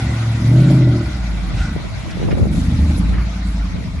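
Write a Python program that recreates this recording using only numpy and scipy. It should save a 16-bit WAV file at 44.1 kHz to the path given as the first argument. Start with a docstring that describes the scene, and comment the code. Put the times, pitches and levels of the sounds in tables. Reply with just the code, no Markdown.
"""A hard-working eight-cylinder engine is heard first: a pickup truck claws its way out of a muddy ditch,
revving, bogging down and pulling again. Sines locked to the engine cycle give the firing hum and the burble
of the two uneven cylinder banks; firing impulses ring pipe resonances to give the exhaust bark.
Tyres hiss and slap through mud and water as bands and short bursts of noise, the engine bay whirrs in
resonated noise, and gusts buffet the microphone ports as low noise, rasp and sharp filtered impulses."""
import sys
import numpy as np
from scipy import signal
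from scipy.fft import rfft, irfft
from scipy.io import wavfile
from scipy.ndimage import uniform_filter1d

SR = 44100
rng = np.random.default_rng(int(sys.argv[2]) if len(sys.argv) > 2 else 0)


def dump_mix(stems):
    """Bounce the given channels to the path in sys.argv[1] as a 16-bit WAV at rate SR."""
    frames = np.atleast_2d(stems).T  # one column per channel
    limited = np.clip(frames, -1, 1)  # hard clip at full scale
    pcm = np.round(limited * 32767).astype(np.int16)
    wavfile.write(sys.argv[1], SR, pcm)


N = 176400  # samples, 4 s


def amp(db):
    """Logarithmic level: 20 dB is a factor of ten in amplitude."""
    return 10 ** (np.asarray(db) / 20)


def rms_one(x):
    """Power normalisation: scale to unit rms."""
    return x / np.sqrt(np.mean(x ** 2) + 1e-20)


def evened(x):
    """Envelope division: divide by the running rms over a quarter second."""
    return x / np.sqrt(uniform_filter1d(x ** 2, size=SR // 4) + 1e-12)


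def in_time(rows):
    """Linear interpolation in time: each column of a curve table, one value per sample."""
    seconds, *columns = np.transpose(rows)
    return [np.interp(np.arange(N) / SR, seconds, column) for column in columns]


def at_hz(points, hz):
    """Interpolation along log frequency: read a spectrum table."""
    table_hz, values = np.array(points).T
    return np.interp(np.log(hz), np.log(table_hz), values)


def drift(rate):
    """Low-passed chance: noise through two equal poles at rate (Hz) wanders slowly with unit rms."""
    step = 40  # samples between computed values
    r = np.exp(-2 * np.pi * rate * step / SR)
    chance = rng.standard_normal(N // step + 2002)
    slow = signal.lfilter([1], [1, -2 * r, r * r], chance)[2000:]  # drop the settling time
    return np.interp(np.arange(N) / step, np.arange(len(slow)), rms_one(slow))


def butter(x, hz, kind, order=2):
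    """Maximally flat filtering: a Butterworth filter."""
    return signal.sosfilt(signal.butter(order, hz, kind, fs=SR, output="sos"), x)


def resonate(x, hz, width):
    """Damped resonance: a pole pair of a given width in Hz, gain 1 on top."""
    r = np.exp(-np.pi * width / SR)
    zeros = [(1 - r * r) / 2, 0, (r * r - 1) / 2]
    poles = [1, -2 * r * np.cos(2 * np.pi * hz / SR), r * r]
    return signal.lfilter(zeros, poles, x)


def stereo(mid, side, alike):
    """Interaural correlation: mix two independent noises to a given left-right likeness (-1 to 1)."""
    alike = np.clip(alike, -1, 1)
    opposed = side * np.array([[1], [-1]])
    return (np.sqrt(1 + alike) * mid + np.sqrt(1 - alike) * opposed) / np.sqrt(2)


def engine():
    """Periodic excitation: hum, bark and upper note all follow the cycle speed; a low rumble is added."""
    # Engine speed. Each row: time in seconds, four-stroke cycles per second.
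    speed = [(0, 14.2), (.2, 14.25), (.42, 14.0), (.56, 15.6), (.68, 16.6), (.79, 16.1), (.9, 15.0),
             (1.0, 14.3), (1.1, 12.7), (1.2, 11.4), (1.4, 10.25), (1.6, 9.15), (1.72, 8.9), (1.95, 11.4),
             (2.2, 9.5), (2.42, 8.4), (2.5, 8.5), (2.6, 9.7), (2.7, 9.6), (2.8, 9.25), (2.92, 9.55),
             (3.0, 10.2), (3.1, 11.0), (3.22, 11.35), (3.4, 10.95), (3.6, 10.3), (3.8, 9.7), (4, 9.9)]
    # Engine load. Each row: time in seconds, then levels in dB of bank burble, firing hum, exhaust bark,
    # upper pipe note relative to the bark column, and low rumble.
    load = [(0.0, -31, -20, -27.5, -14, -35), (0.08, -17, -22, -28, -6.5, -33),
            (0.2, -35, -19, -34, -2, -57), (0.31, -26, -15, -32.5, -6, -53),
            (0.41, -24, -22, -26, -8.5, -47), (0.47, -23, -13.5, -24, -8.5, -51),
            (0.56, -24, -9.5, -18, -4, -49), (0.7, -34, -10.5, -17.5, -1.5, -53),
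            (0.9, -25, -12, -22.5, 0.5, -36), (1.01, -28, -20, -28.5, 5, -37),
            (1.07, -24.5, -47, -35.5, 2.5, -22), (1.2, -19, -43, -33, -9, -29.5),
            (1.39, -17, -29, -32.5, -9, -33.5), (1.62, -21.5, -39, -34.5, -5, -17),
            (1.72, -27, -17.5, -25.5, -11, -35), (1.8, -32, -44, -34, -7.5, -31),
            (1.99, -26.5, -44, -50, -25, -26.5), (2.06, -42, -28, -37, 1, -49),
            (2.2, -42, -50, -39.5, -9, -24), (2.42, -43, -20, -31.5, 2, -43),
            (2.55, -22, -22, -19.5, -9, -29), (2.63, -15, -19.5, -22, -18, -35),
            (2.75, -24, -15.5, -21.5, -14.5, -11), (2.9, -21, -13, -23.5, -5, -30),
            (3.0, -13.5, -23, -21, -21, -29), (3.08, -11.5, -27, -24, -14, -34),
            (3.2, -16.5, -36, -33.5, -1, -19), (3.3, -21.5, -34, -34.5, -13, -31),
            (3.45, -17.5, -30, -30, -27, -55), (3.65, -16, -32, -28.5, -48, -36),
            (3.78, -29, -31, -35, -24, -23), (4.0, -34, -31, -33, -24, -24)]
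    cycle_hz, = in_time(speed)
    burble_db, firing_db, bark_db, upper_db, rumble_db = in_time(load)
    turns = np.cumsum(cycle_hz) / SR  # cycles completed so far
    hum = cycle_hum(turns, cycle_hz, burble_db, firing_db, bark_db)
    bark = exhaust_bark(*firing_drive(turns), upper_db)
    return hum + amp(bark_db) * bark + amp(rumble_db) * low_rumble()


def cycle_hum(turns, cycle_hz, burble_db, firing_db, bark_db):
    """Harmonic synthesis: wavering sines at whole multiples of the cycle rate."""
    # Weaker partials. Each row: multiple of the cycle, level in dB relative to the bark before colouring.
    side_orders = [(3, -6), (7, -7), (10, -2), (11, -15), (13, -9.5), (16, -7.5), (17, -15.5), (18, -5.5),
                   (19, -9.5), (21, -11.5), (24, -10), (27, -9.5), (29, -12)]
    # Pipe colour on the weaker partials. Each row: frequency in Hz, gain in dB.
    pipe_colour = [(40, -0.5), (70, 1.5), (100, -9.5), (125, 2.5), (148, 1.5), (175, 3), (215, 0),
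                   (265, -1.5), (320, -4), (400, -45)]
    hum = np.zeros(N)
    for order, db in [(5, burble_db), (8, firing_db)]:  # bank burble, one firing per cylinder
        level = np.sqrt(2) * amp(db + 1.2 * drift(23.0))
        hum += level * np.cos(2 * np.pi * order * turns)
    for order, db in side_orders:
        coloured_db = bark_db + db + at_hz(pipe_colour, order * cycle_hz)
        level = np.sqrt(2) * amp(coloured_db + 2.0 * drift(17.2))
        start = .3 * rng.random()  # turns; starting near step makes each cycle throb
        hum += level * np.cos(2 * np.pi * (order * turns + start))
    return hum


def firing_drive(turns):
    """Impulsive excitation: each firing is a knock followed by a decaying puff of noise."""
    # Cylinder strengths in firing order, one bank louder. Each entry: level in dB.
    cylinder_db = [7.5, -3.5, 4, 3.5, -6, 4, -3.5, -8]
    cylinders, roar_db = 8, -11.0
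    scatter_db, jitter = 1.6, .03  # level scatter; timing scatter in firing intervals
    slots = np.arange(1, int(turns[-1] * cylinders))
    chance = rng.standard_normal((600, 2))[:len(slots)]
    firing_turns = (slots + jitter * chance[:, 0]) / cylinders
    at = np.interp(firing_turns, turns, np.arange(N)).astype(int)
    knocks = np.zeros(N)
    knocks[at] = amp(np.array(cylinder_db)[slots % cylinders] + scatter_db * chance[:, 1])
    puff_envelope = butter(knocks, 40.0, "low", order=1)
    puffs = rms_one(puff_envelope * rng.standard_normal(N))
    return rms_one(knocks) + amp(roar_db) * puffs, puffs


def exhaust_bark(drive, puffs, upper_db):
    """Source and filter: the firing drive rings parallel pipe resonances and an upper pipe note."""
    # Exhaust pipe resonances. Each row: frequency in Hz, half the width of each stage in Hz, gain in dB.
    pipe = [(175, 25.3, 15.5), (241.6, 12.5, 8), (275, 42, -3.5), (475, 32, -14), (833, 27, -18)]
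    upper_hz, upper_width = 315, 45  # Hz
    bark = np.zeros(N)
    for k, (hz, half_width, db) in enumerate(pipe):
        ring = resonate(resonate(drive, hz, 2 * half_width), hz, 2 * half_width)
        bark += (-1) ** k * amp(db) * ring  # neighbours have opposite sign
    bark = butter(bark, 145, "high", order=4)
    upper = resonate(resonate(drive, upper_hz, 2 * upper_width), upper_hz, upper_width)
    upper = butter(upper, 365.0, "low", order=4)
    breathy = resonate(resonate(drive + .7 * puffs, 590.0, 110.0), 590.0, 110.0)
    upper += amp(-21.0) * breathy
    return amp(-3.0) * evened(bark) + amp(upper_db) * evened(upper)


def low_rumble():
    """Spectral shaping: white noise weighted in the frequency domain, kept between 22 and 400 Hz."""
    # Rumble spectrum. Each row: frequency in Hz, relative level in dB.
    rumble_spectrum = [(30, -31), (50, 0), (70, -6), (110, -5), (160, -11.5), (300, -56)]
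    hz = np.maximum(np.arange(N // 2 + 1) * SR / N, 1)
    weight = amp(at_hz(rumble_spectrum, hz)) * (hz > 22) * (hz < 400)
    return rms_one(irfft(rfft(rng.standard_normal(N)) * weight, N))


def churn():
    """Subband noise: flickering fifth-octave bands of tyre hiss, carrying the engine bay's whirr."""
    # Tyres churning mud. Each row: time in seconds, hiss level in dB before a 0.5 dB lift,
    # treble level in dB, of which only the departure from its mean counts.
    churn_curve = [(0.0, -31, -10), (0.01, -31, -15), (0.21, -33, -15.5), (0.77, -33, -14),
                   (0.79, -34.5, -18), (1.86, -35.5, -19), (2.51, -38.5, -13), (2.53, -36.5, -6),
                   (2.67, -35, -14.5), (2.96, -35, -14), (2.99, -38.5, 3.5), (3.01, -35.5, -16.5),
                   (3.45, -36.5, -21), (3.5, -36.5, -12), (3.61, -36, -20.5), (4.0, -38, -16.5)]
    # Hiss spectrum. Each row: frequency in Hz, relative density in dB per Hz.
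    hiss_spectrum = [(210, -21), (350, -37), (382, -8), (424, -6.5), (522, -8), (671, 2), (722, -3.5),
                     (929, -3), (1130, -4.5), (1490, -4), (1750, -10.5), (2060, -1.5), (2860, -12),
                     (3730, -8), (4520, -11.5), (5900, -15.5), (9470, -22.5), (10700, -69), (12000, -6.5),
                     (15600, -62), (22000, -120)]
    # Stereo likeness. Each row: frequency in Hz, left-right likeness.
    likeness = [(350, 1), (640, 0.43), (1150, 0.16), (2080, 0.24), (3760, -0.21), (6790, 0.2), (9300, -1.1),
                (10800, -0.5), (12000, 1)]
    # Stereo balance. Each row: frequency in Hz, left minus right in dB.
    balance = [(60, 0.0), (170, -14), (500, 6), (1460, -1.5), (4230, 3), (12300, -0.5)]
    hiss_db, treble_db = in_time(churn_curve)
    together = drift(7.0)  # wander shared by all bands
    edges = 300 * 2 ** np.arange(0, 5.5, 1 / 5)
    white = rng.standard_normal((2, 2, N))
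    out = np.zeros((2, N))
    for k, (low, high) in enumerate(zip(edges, edges[1:])):
        mid, side = butter(white[k % 2], [low, high], "band")
        hz = np.sqrt(low * high)
        treble_share = np.clip(np.log2(hz / 4850.0), 0, 1)  # full from one octave above 4850 Hz
        top = treble_share * (treble_db - treble_db.mean())
        level = amp(at_hz(hiss_spectrum, hz) + top + 0.6 * together + 2.4 * drift(17.0))
        sides = amp(at_hz(balance, hz) * np.array([[.5], [-.5]]))
        out += level * stereo(mid, side, at_hz(likeness, hz)) * sides
    return amp(hiss_db + 0.5) * (rms_one(out) + whirr())


def whirr():
    """Resonance of noise: three narrow bands for the mechanical whirr of the engine bay."""
    # Whirr bands. Each row: centre in Hz, width of each stage in Hz, level in dB relative to the hiss
    # before the swell.
    bands = [(760, 70, -19.0), (1450, 160, -15.0), (2000, 160, -18.0)]
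    # Swell shared by the bands. Each row: time in seconds, gain in dB.
    swell = [(0, 5.5), (.45, 2), (1.0, 5.5), (1.55, 1), (1.62, 12.5), (1.8, -0.5), (1.9, -18), (2.3, -0.5),
             (2.6, -35.5), (4, -26)]
    swell_db, = in_time(swell)
    out = np.zeros(N)
    for hz, width, db in bands:
        tone = rms_one(resonate(resonate(rng.standard_normal(N), hz, width), hz, width))
        out += amp(db + swell_db + 2 * drift(5.4)) * tone
    return out


def splashes():
    """Transient noise: each mud or water slap is a grainy band-passed burst with soft edges."""
    # Slaps. Each row: time of the peak in seconds, level in dB, decay to 1/e in seconds, centre in Hz.
    slaps = [(0.611, -40, 0.11, 3000), (1.593, -36.5, 0.05, 2360), (1.598, -42.5, 0.1, 4960),
             (2.012, -42, 0.065, 2100), (2.1, -38, 0.057, 1850), (2.11, -40, 0.014, 4100),
             (2.205, -41, 0.024, 2190), (2.235, -38, 0.02, 1970), (2.315, -32.5, 0.022, 1850),
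             (2.538, -62, 0.061, 11100), (2.986, -50, 0.045, 11000), (3.137, -34.5, 0.029, 1540),
             (3.191, -34.5, 0.049, 1300)]
    span = 1.45  # band edge to centre, frequency ratio
    out, t = np.zeros((2, N)), np.arange(N) / SR
    for peak_s, db, length, hz in slaps:
        a, b = int((peak_s - .1) * SR), int((peak_s + .3) * SR)
        u = (t[a:b] - peak_s) / length
        shape = np.where(u < 0, np.exp(-(u / .4) ** 2), np.exp(-u ** 2))  # rises faster than it falls
        grain_gain = amp(1.6 * rng.standard_normal((2, b - a)))
        grains = rng.standard_normal((2, b - a)) * grain_gain
        mid, side = rms_one(butter(grains, [hz / span, min(hz * span, .45 * SR)], "band"))
        out[:, a:b] += amp(db) * shape * stereo(mid, side, .7)
    return out


def wind():
    """Turbulence noise: lumpy low noise, partly its own in each port, turning raspy in strong gusts."""
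    # Wind at the microphone ports. Each row: time in seconds, gust strength in dB before the layer offsets.
    gusts = [(0, -68), (.76, -80), (.81, -32), (.88, -46), (1.0, -39.5), (1.3, -36), (1.4, -25.5),
             (1.6, -27), (1.68, -64), (1.77, -19.5), (1.95, -29), (2.15, -22.5), (2.23, -16.5), (2.28, -13),
             (2.42, -12.5), (2.5, -22), (2.75, -27.5), (2.92, -37.5), (3.0, -19), (3.15, -23.5), (3.3, -35),
             (3.47, -56), (3.54, -38), (3.62, -42), (3.75, -21), (4, -31)]
    gust_db, = in_time(gusts)
    alike = -.25  # left-right likeness
    noise = rng.standard_normal((4, N))
    low = butter(butter(noise[:2], 130, "low", order=1), 197.0, "low")
    low = rms_one(butter(low, 46.0, "high"))
    rasp = rms_one(butter(noise[2:], [250.0, 650.0], "band"))
    lump_db = gust_db - 2.0 + 1.8 * (drift(26.0) + drift(8.6))
    # the rasp grows 1.8 dB for each dB of gust
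    rasp_db = gust_db + .8 * (gust_db - gust_db.max()) - 17.0 + 5.0 * drift(40.0)
    return amp(lump_db) * stereo(*low, alike) + amp(rasp_db) * stereo(*rasp, alike) + buffets()


def buffets():
    """Impulse response: sharp puffs, mostly on one port, are negative clicks through a band filter."""
    # Puffs. Each row: time in seconds, nominal peak in dB before panning, left minus right in dB.
    puff_rows = [(1.763, -16.0, 18.0), (2.083, -25.0, 18.0), (2.171, -20.0, 18.0), (2.2, -23.0, -18.0),
                 (2.217, -17.0, 18.0), (2.228, -14.0, -18.0), (2.238, -21.0, 18.0), (2.309, -18.0, -18.0),
                 (2.327, -13.0, 18.0), (2.352, -21.0, -18.0), (2.373, -15.0, 18.0), (2.397, -14.0, 18.0),
                 (2.431, -14.0, 18.0), (2.455, -13.0, 18.0), (2.47, -19.0, -18.0), (2.98, -22.0, 18.0)]
    puff_hz = 306
    clicks = np.zeros((2, N))
    for start, db, pan_db in puff_rows:
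        clicks[:, int(start * SR)] = -amp(db + np.array([pan_db, -pan_db]) / 2)
    puff = butter(clicks + 1e-18, [puff_hz / 2, puff_hz * 1.7], "band", order=1)
    puff = butter(puff, 620.0, "low", order=4)
    return puff * SR / (4 * puff_hz)  # offsets the loss of height in filtering a single sample


def scene():
    """Superposition: the engine sits in the centre; hiss, slaps and wind spread round it."""
    return engine() + churn() + splashes() + wind()


def record(dry):
    """Band limiting and soft saturation: roll off deep bass, round the peaks, cut the top steeply."""
    dry = butter(dry, 50.7, "high")
    rounded = 1.3 * np.tanh(dry / 1.3)
    # 70 dB down from 12250 Hz upward
    steep_cut = signal.cheby2(14, 70, 12250, fs=SR, output="sos")
    return signal.sosfilt(steep_cut, rounded)


dry = scene()
out = record(dry)
dump_mix(out)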